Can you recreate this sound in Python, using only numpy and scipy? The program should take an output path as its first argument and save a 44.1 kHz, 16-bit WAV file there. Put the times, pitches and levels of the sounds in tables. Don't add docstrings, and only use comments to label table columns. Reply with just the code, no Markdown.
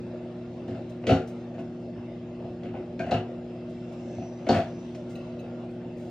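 import sys
import numpy as np
from scipy import signal
from scipy.fft import rfft, irfft
from scipy.io import wavfile
from scipy.ndimage import uniform_filter1d

SR = 44100
rng = np.random.default_rng(int(sys.argv[2]) if len(sys.argv) > 2 else 0)


def master_out(mix):
    frames = np.transpose(np.atleast_2d(mix))
    ceiling = np.clip(frames, -1, 1)
    pcm = np.round(ceiling * 32767).astype(np.int16)
    wavfile.write(sys.argv[1], SR, pcm)


N = 269010

# mains_multiple, level_db
HUM_TONES = [(2, -47.5), (3, -48.5), (4, -41.5), (5, -60.5), (6, -44), (8, -58), (10, -60.5), (11, -62),
             (15, -73.5)]
# pitch_hz, level_db
FAN_TONES = [(49, -67), (163.5, -51.5), (327, -52.5)]
# pitch_hz, relative_level_db
RUSH_COLOUR = [(15, -66), (25, -33.5), (65, -13.5), (108, -7), (190, -9.5), (237, -5.5), (288, -10),
               (359, -8), (415, -16), (614, -8.5), (953, -25.5), (2730, -36), (5020, -48), (7800, -60.5),
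               (8600, -68.5), (11200, -106), (18900, -120)]
RUSH_SIDE_COLOUR = [(35, -81), (60, -57), (227, -5), (363, -5), (417, -8), (621, -4.5), (1440, -17),
                    (1820, -26.5), (2460, -18.5), (3660, -23.5), (4420, -34), (7920, -36.5), (16000, -60)]
# pitch_hz, width_hz, lift_db
CASE_RESONANCES = [(175, 32, 0), (244, 66, 0), (537, 310, 3), (1400, 6.6, 13), (2080, 55, 4), (2680, 65, 9),
                   (5090, 200, 4)]
# time_s, lift_db
HISS_LEVEL = [(0, 5.5), (.6, 6.5), (2.2, 6), (3.4, 5.5), (4.1, 8.5), (4.9, 10), (5.7, 5), (6.1, 8)]
# start_s, knock_level_db, knock_pitch_hz, knock_length (factor), then low_ring_db, boom_db,
# slap_db, grit_db (all relative to the knock), crack_pitch_hz
THUMPS = [(0.679, -31.5, 590, 1, 4, -6, -18.5, -14, 1730),
          (0.709, -39.5, 650, 0.47, 12.5, 7, -13, -20, 2760),
          (0.747, -33.5, 640, 0.62, 3, -1, -17.5, -20, 2600),
          (1.036, -27, 582, 1.2, -8.5, -12, -18.5, -32, 2600),
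          (1.067, -18.5, 531, 1.7, 3.5, -11, -13, -10, 2300),
          (1.091, -13.5, 665, 1, 1.5, -10, -14.5, -21, 2890),
          (1.102, -13.5, 662, 1.2, -1.5, -12.5, -18.5, -24, 3940),
          (1.117, -16.5, 678, .9, 5.5, 3.5, -22, -20.5, 1467),
          (1.133, -20.5, 680, .9, -6, -1, -24.5, -27, 2960),
          (1.155, -24, 632, 0.78, -12, -9.5, -26, -19.5, 2835),
          (1.197, -32.5, 664, 0.61, -7, -18, -16.5, -21.5, 1480),
          (1.541, -32, 650, 0.61, -0.5, -12, -22, -26, 1770),
          (1.577, -27.5, 696, 0.73, 0.5, -20, -21.5, -30.5, 2640),
          (1.96, -41, 654, .9, 5.5, 2, -19, -30, 2790), (2.4, -34, 600, 0.73, -18.5, -21, -24, -26.5, 2750),
          (2.444, -33.5, 645, 1.2, -14, 2, -22.5, -27.5, 2750),
          (2.631, -27, 638, .6, -7.5, -14, -27, -23.5, 2164),
          (2.654, -34.5, 590, 0.74, 9, -10.5, -15.5, -26, 2600),
          (2.686, -36, 640, .9, -3, 0.5, -17, -26.5, 2700),
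          (2.737, -21, 640, 0.58, -8.5, -18, -26, -41.5, 2630),
          (2.76, -34, 570, .9, 2, -0.5, -18.5, -32, 2170),
          (2.793, -45.5, 657, .9, 6, -6, -13.5, -28.5, 1450),
          (2.992, -21, 650, 1, 0.5, -17, -15, -18, 1654), (3.04, -27, 617, .9, -4.5, -14, -18, -29, 2810),
          (3.062, -26, 632, 1.6, -4, -5.5, -23.5, -22, 1950),
          (3.087, -27, 647, 2.3, -6, -9, -16.5, -28.5, 1980),
          (3.109, -17.5, 712, 0.48, -23.5, -26, -16, -19.5, 4000),
          (3.114, -8, 730, .55, -9, -20.5, -28.5, -34.5, 2820),
          (3.141, -27, 597, 0.46, 6, 4.5, -8.5, -21.5, 2910), (3.16, -29.5, 604, 0.7, 6, 0, -15, -23, 2910),
          (3.171, -31.5, 585, 1.3, 5, -1, -24, -28.5, 3100),
          (4.179, -30.5, 650, 0.76, 3.5, 0, -23, -22, 2700),
          (4.218, -31.5, 640, 0.98, -18.5, -24, -22, -25.5, 2680),
          (4.465, -20.5, 653, .9, 0, -16.5, -18, -22, 2190),
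          (4.488, -4, 665, 0.51, -5, -26, -23, -27, 3780),
          (4.501, -12, 670, 0.38, -3.5, -10, -22.5, -26.5, 4580),
          (4.529, -19.5, 554, 0.92, 3.5, -17, -13, -18, 2380),
          (4.543, -25, 656, 0.97, -9, -9, -11.5, -9, 1850),
          (4.557, -15, 728, 0.97, -7.5, -9, -22, -22.5, 1546),
          (4.578, -20.5, 730, .8, -2.5, -6, -22, -22, 2400),
          (4.599, -21, 697, .8, -7.5, -13.5, -21, -23, 2460),
          (5.813, -40.5, 650, 1, 1, -10, -19.5, -28.5, 1970)]
# pitch_hz, relative_level_db, time_to_fall_60_db_s
BODY_MODES = [(70.6, -16.5, 0.23), (92.8, -7, 0.22), (108.6, 0, 0.21), (130, -20, 0.056), (161.3, -8, 0.41),
              (182.7, -4.5, 0.16), (220.9, 4, 0.13), (272.2, -1.5, 0.25), (304, -1, 0.074),
              (372.8, -3, 0.29), (446.7, -1.5, 0.34), (476.5, -5, 0.13), (523, -5.5, 0.19),
              (577.4, -3, 0.048), (608, 0.5, 0.056), (660.4, -2, 0.093), (716, -3.5, 0.081),
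              (824, -11.5, 0.062), (910, -14, 0.031), (1014, -7.5, 0.04)]
# pitch_hz, relative_level_db
SLAP_COLOUR = [(530, -35), (900, -11.5), (1200, -4.5), (1430, 0), (1550, -4), (2220, -8), (2420, -11.5),
               (2690, -7), (3400, -19), (4420, -35.5), (7480, -120)]
GRIT_COLOUR = [(1880, -30), (3200, -4.5), (3940, -7), (4240, -3.5), (5260, -11), (7470, -15), (12700, -27),
               (15100, -25), (16000, -25.5)]
# pitch_hz, gain_db
THUMP_SIDE_GAIN = [(60, -38.5), (110, -57), (200, -29.5), (380, -17.5), (700, -14.5), (1290, -3),
                   (1900, -12.5), (2500, -1), (3500, -3.5), (16000, -2.5)]
# start_s, level_db (before fading), centre_hz, fade_time_constant_s
PUFFS = [(0.892, -52, 6550, 0.013), (1.272, -46.5, 6780, 0.015), (1.588, -54.5, 6070, 0.012),
         (3.454, -60, 9000, 0.0064), (3.694, -55.5, 5940, 0.012), (3.922, -52, 6850, 0.0084),
         (4.946, -42.5, 2610, 0.0097), (5.092, -54, 6800, 0.031), (5.699, -65, 7920, 0.025),
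         (5.966, -64, 6900, 0.2)]
# start_s, level_db, tilt_db_per_octave (above the lowest mode)
CLINKS = [(5.1542, -38.5, 0), (5.206, -50, -29), (5.391, -42.5, -1.5), (5.399, -43.5, -0.5),
          (5.439, -50, -20)]
# pitch_hz, relative_level_db, time_to_fall_60_db_s
CLINK_MODES = [(2620, -3, 0.049), (2850, -5, 0.035), (3820, -4, 0.03), (4080, -1.5, 0.03),
               (6480, -14.5, .06), (8450, -16, .09), (13700, -9, 0.036), (14050, -8.5, .06)]
# start_s, level_db, pitch_hz, time_to_fall_60_db_s
SNAPS = [(1.067, -35, 2065, 0.048), (1.07, -43, 5850, .04), (1.071, -42.5, 3960, .03),
         (1.106, -37.5, 4500, 0.028), (1.178, -39.5, 1450, .05), (2.994, -37.5, 2340, 0.048),
         (3, -42, 1560, 0.056), (3.008, -37, 2316, .04), (3.109, -41, 3810, 0.056),
         (3.111, -46.5, 4840, .04), (3.113, -45, 2730, .05), (4.494, -26.5, 4400, 0.058),
         (4.496, -33.5, 1494, 0.048), (4.548, -37, 2310, 0.027), (4.577, -35.5, 1610, 0.045)]
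# time_s, pitch_hz, level_db
WHISTLE_STRANDS = [
    [(3.95, 6950, -84), (4.1, 6360, -72), (4.25, 5930, -66.5), (4.32, 5800, -69), (4.4, 6000, -74),
     (4.83, 5910, -71.5), (4.9, 5880, -78), (5.02, 5900, -77), (5.1, 5660, -85)],
    [(3.7, 5140, -80), (3.9, 5470, -75), (4.1, 5500, -71), (4.3, 5300, -73)],
    [(3.72, 7300, -82.5), (3.9, 7260, -83), (4.1, 7540, -79), (4.2, 7550, -80)],
]
# pitch_hz, share (-1 to 1)
AHEAD_SHARE = [(100, 0.086), (900, -0.73), (1460, 0.74), (1900, -0.06), (2700, .6), (3600, 0), (4700, .2),
               (5600, .6), (8000, 0.74), (16000, .8)]
# pitch_hz, share (-1 to 1)
LEFT_SHARE = [(100, .4), (300, 0.54), (600, .4), (1000, 0.59), (2000, 0), (16000, 0.059)]
# pitch_hz, time_to_fall_60_db_s
ROOM_DECAY = [(100, 0.16), (500, 0.35), (2000, 0.29), (6000, 0.27), (16000, 0.31)]
# pitch_hz, gain_db
ROOM_GAIN = [(200, -26.5), (400, -11), (700, -3), (1000, 3.5), (3000, -1.5), (8000, 2)]
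# pitch_hz, gain_db
SUM_TREBLE_DIP = [(3500, -1.5), (5000, -1.5), (7500, -3), (9000, -14.5), (12000, -50.5), (14000, -13),
                  (15000, -7.5)]

MAINS_HZ, EDGE_HZ = 60, 15750
RUSH_DB, RUSH_SIDE_DB = -44, -59
WAVER_DB, PATCH_DB = 0.5, 2.5
HUM_SCATTER, LOW_SCATTER, KNOCK_SCATTER = 0.19, 0.4, 0.57
BOOM_TOP_HZ, LOW_RING_TOP_HZ = 140, 420
BLOW_RISE_S, KNOCK_RISE_S, CRACK_RISE_S = 0.0041, 0.0012, 0.0025
KNOCK_LAG_S, KNOCK_SPREAD, DETUNE = 0.00517, 0.063, 0.015
BOUNCE_S, BOUNCE_SPREAD, BOUNCE_DB, BOUNCE_CRACK_DB = 0.013, 0.2, -9.5, -1.5
CRACK_OVERTONE, SNAP_PAIR = 1.42, 0.045
ECHO_SPREAD_DB = 3.5


def gain_of(db):
    return 10 ** (np.asarray(db) / 20)


def evened(x):
    return x / np.sqrt(np.mean(x ** 2) + 1e-20)


def read(points, hz):
    f, value = np.transpose(points)
    return np.interp(np.log(hz + 1), np.log(f + 1), value)


def add(mix, start_s, sound):
    part = mix[round(start_s * SR):][:len(sound)]
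    part += sound[:len(part)]


def rise(t, time_s):
    return 1 - np.exp(-t / time_s)


def slow_drift(top_hz):
    t = np.arange(0, N + 64, 64) / SR
    speeds_hz = np.geomspace(top_hz / 20, top_hz, 20)
    waves = sum(np.sin(2 * np.pi * (f * t + rng.random())) / np.sqrt(f) for f in speeds_hz)
    return np.interp(np.arange(N) / SR, t, evened(waves))


def difference(near, other, tie):
    hz = np.fft.rfftfreq(N, 1 / SR)
    share = tie * (read(LEFT_SHARE, hz) + 1j * read(AHEAD_SHARE, hz))
    share /= np.maximum(abs(share), 1)
    return share * rfft(near) + np.sqrt(1 - abs(share) ** 2 + 1e-9) * rfft(other)


def ring(modes, t, phase, centre_hz=1000, reach=10):
    hz, db, t60 = np.transpose(modes)[:, :, None]
    drive = gain_of(db - 9.4 * (np.log(hz / centre_hz) / reach) ** 2)
    fade = gain_of(-60 * t / t60)
    waves = drive * fade * np.sin(2 * np.pi * (hz * t + phase[:len(modes), None]))
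    return waves.sum(0) / np.linalg.norm(drive)


def crackle(colour, clicks_per_s, spread_db):
    size = gain_of(spread_db * np.minimum(rng.exponential(1, N), 3))
    clicks = (rng.random(N) < clicks_per_s / SR) * size * rng.choice([-1, 1], N)
    hz = np.fft.rfftfreq(N, 1 / SR)
    return evened(irfft(rfft(clicks) * gain_of(read(colour, hz)), N))


def patchy(x):
    z = signal.stft(x, nperseg=1024, noverlap=768, boundary="even")[2]
    field = uniform_filter1d(rng.standard_normal(z.shape[1:]), size=5, axis=0)
    field = uniform_filter1d(field, size=14, axis=1)
    gain = evened(gain_of(PATCH_DB * evened(field)))
    return signal.istft(z * gain, nperseg=1024, noverlap=768)[1][:, :N]


def kitchen(x):
    taps = np.zeros((2, SR // 2))
    starts = np.arange(200, SR // 2 - 20, 20)
    shape = (2, len(starts))
    places = starts + rng.integers(0, 20, shape)
    size = gain_of(ECHO_SPREAD_DB * np.minimum(rng.exponential(1, shape), 4))
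    np.put_along_axis(taps, places, rng.choice([-1., 1.], shape) * size, 1)
    hz, t, z = signal.stft(taps, SR, nperseg=256)
    fade = gain_of(-60 * t / read(ROOM_DECAY, hz)[:, None])
    tail = signal.istft(z * fade, SR, nperseg=256)[1]
    return signal.fftconvolve(x[None], tail / np.linalg.norm(tail[0]), axes=1)[:, :N]


def whistle():
    out = np.zeros(N)
    for strand in WHISTLE_STRANDS:
        s, hz, db = np.transpose(strand)
        t = np.arange(s[0], s[-1], 1 / SR)
        smooth = uniform_filter1d(rng.standard_normal((2, len(t))), size=70)
        a, b = uniform_filter1d(smooth, size=70)
        turns = 2 * np.pi * np.cumsum(np.interp(t, s, hz)) / SR
        line = evened(a * np.cos(turns) + b * np.sin(turns))
        add(out, s[0], gain_of(np.interp(t, s, db)) * line)
    return np.array([out, 0.75 * np.roll(out, 2)])


def puffs(out, t):
    for start_s, db, centre_hz, fade_s in PUFFS:
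        band = signal.butter(1, [centre_hz / 4.2, centre_hz * 2.25], "bandpass", fs=SR)
        noise = signal.lfilter(*band, rng.standard_normal(len(t)))
        puff = evened(signal.lfilter(*band, noise))
        add(out, start_s, gain_of(db) * puff * np.exp(-t / fade_s) * rise(t, 0.008))


def clinks(out, t):
    lowest_hz = CLINK_MODES[0][0]
    for start_s, db, tilt_db in CLINKS:
        modes = [(f, level + tilt_db * np.log2(f / lowest_hz), t60) for f, level, t60 in CLINK_MODES]
        add(out, start_s, gain_of(db) * ring(modes, t, rng.random(8)) * rise(t, 0.002))


def snaps(out, t):
    for start_s, db, hz, t60 in SNAPS:
        pair = [(hz * (1 - SNAP_PAIR), 0, t60), (hz * (1 + SNAP_PAIR), 0, t60)]
        add(out, start_s, gain_of(db) * ring(pair, t, rng.random(2)) * rise(t, 0.001))


def ticks():
    t, out = np.arange(SR // 8) / SR, np.zeros(N)
    puffs(out, t)
    clinks(out, t)
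    snaps(out, t)
    return out


def landings():
    hits = []
    for start_s, db, knock_hz, length, low_db, boom_db, slap_db, grit_db, crack_hz in THUMPS:
        for k in range(2):
            gap, tone = rng.standard_normal(2)
            hits.append((start_s + k * BOUNCE_S * (1 + BOUNCE_SPREAD * gap), db + k * BOUNCE_DB,
                         knock_hz * np.exp(KNOCK_SPREAD * tone), length, low_db, boom_db,
                         slap_db + k * BOUNCE_CRACK_DB, grit_db + k * BOUNCE_CRACK_DB, crack_hz))
    return hits


def blows():
    t, out = np.arange(SR // 4) / SR, np.zeros(N)
    slap = crackle(SLAP_COLOUR, 1400, spread_db=1.5)
    grit = crackle(GRIT_COLOUR, 4000, spread_db=2.0)
    body = np.array(BODY_MODES)
    zone = np.searchsorted([BOOM_TOP_HZ, LOW_RING_TOP_HZ], body[:, 0])
    late = np.maximum(t - KNOCK_LAG_S, 0)
    for start_s, db, knock_hz, length, low_db, boom_db, slap_db, grit_db, crack_hz in landings():
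        at = round(start_s * SR)
        boom_phase, low_phase, knock_phase, shift = rng.random((4, 32))
        detune = DETUNE * (2 * shift[:len(body)] - 1)
        modes = body * (1 + np.outer(detune, [1, 0, 0]))

        knock = ring(modes[zone == 2] * [1, 1, length], late, KNOCK_SCATTER * knock_phase,
                     centre_hz=knock_hz, reach=0.26) * rise(late, KNOCK_RISE_S)
        boom = ring(modes[zone == 0], t, LOW_SCATTER * boom_phase) * rise(t, 0.0021)
        low_ring = ring(modes[zone == 1], t, LOW_SCATTER * low_phase) * rise(t, 0.0067)
        blow = knock + gain_of(boom_db) * boom + gain_of(low_db) * low_ring

        burst = gain_of(slap_db - 60 * t / 0.077) * slap[at:][:len(t)]
        burst += gain_of(grit_db - 60 * t / 0.05) * grit[at:][:len(t)]
        burst *= rise(t, CRACK_RISE_S)
        peaks = [(crack_hz, 3.2), (crack_hz * CRACK_OVERTONE, 1.5)]
        crack = sum(lift * signal.lfilter(*signal.iirpeak(f, 7., fs=SR), burst) for f, lift in peaks)
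        hit = blow * rise(t, BLOW_RISE_S) + gain_of(-6.5) * (burst + crack)
        add(out, start_s, gain_of(db) * hit)
    return out


def thumps():
    hz = np.fft.rfftfreq(N, 1 / SR)
    heavy, light = blows(), ticks()
    wet = kitchen(heavy + 0.44 * light)
    near = heavy + light + irfft(rfft(wet[0]) * gain_of(read(ROOM_GAIN, hz)), N)
    side = difference(near, wet[1], tie=1.44) * gain_of(read(THUMP_SIDE_GAIN, hz))
    dip = gain_of(read(SUM_TREBLE_DIP, hz) * (hz > 3200))
    bass_cut = 1 / (1 + (55 / (hz + 1)) ** 4)
    return irfft([rfft(near) * dip * bass_cut, side], N)


def rush():
    hz, t = np.fft.rfftfreq(N, 1 / SR), np.arange(N) / SR
    case_db = sum(db / (1 + (2 * (hz - f) / width) ** 2) for f, width, db in CASE_RESONANCES)
    near, other = rng.standard_normal((2, N))
    mid = rfft(near) * gain_of(read(RUSH_COLOUR, hz) + case_db)
    side = difference(near, other, tie=0.54) * gain_of(read(RUSH_SIDE_COLOUR, hz) + 0.6 * case_db)
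    both = np.array([gain_of(RUSH_DB) * rfft(evened(irfft(mid, N))),
                     gain_of(RUSH_SIDE_DB) * rfft(evened(irfft(side, N)))])
    high = 1 / (1 + (3500 / (hz + 1)) ** 4)
    low = 1 / (1 + (hz / 110) ** 4)
    buzz = 1 + 0.046 * np.cos(2 * np.pi * 2 * MAINS_HZ * t)
    hiss_db = np.interp(t, *np.transpose(HISS_LEVEL)) + 0.39 * slow_drift(33)
    hiss = irfft(both * high, N) * gain_of(hiss_db) * buzz
    rumble = irfft(both * low, N) * gain_of(2.4 * slow_drift(10))
    middle = irfft(both * (1 - high - low), N)
    swell = gain_of(0.48 * slow_drift(1.4) + 0.48 * slow_drift(14))
    return (patchy(middle + hiss) + rumble) * swell


def hum():
    t, mid = np.arange(N) / SR, np.zeros(N)
    for f, db in [(k * MAINS_HZ, db) for k, db in HUM_TONES] + list(FAN_TONES):
        level = gain_of(db + WAVER_DB * slow_drift(5.2)) * np.sqrt(2)
        mid += level * np.sin(2 * np.pi * (f * t + HUM_SCATTER * rng.standard_normal()))
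    slope = np.gradient(mid) * SR / (2 * np.pi * 300)
    return np.array([mid, 0.017 * mid + 0.019 * slope])


def scene():
    mid, side = whistle() + thumps() + rush() + hum()
    return np.array([mid + side, mid - side])


def record(dry):
    low_pass = signal.firwin(511, EDGE_HZ, window=("kaiser", 9), fs=SR)
    return signal.oaconvolve(dry, low_pass[None], "same")


dry = scene()
out = record(dry)
master_out(out)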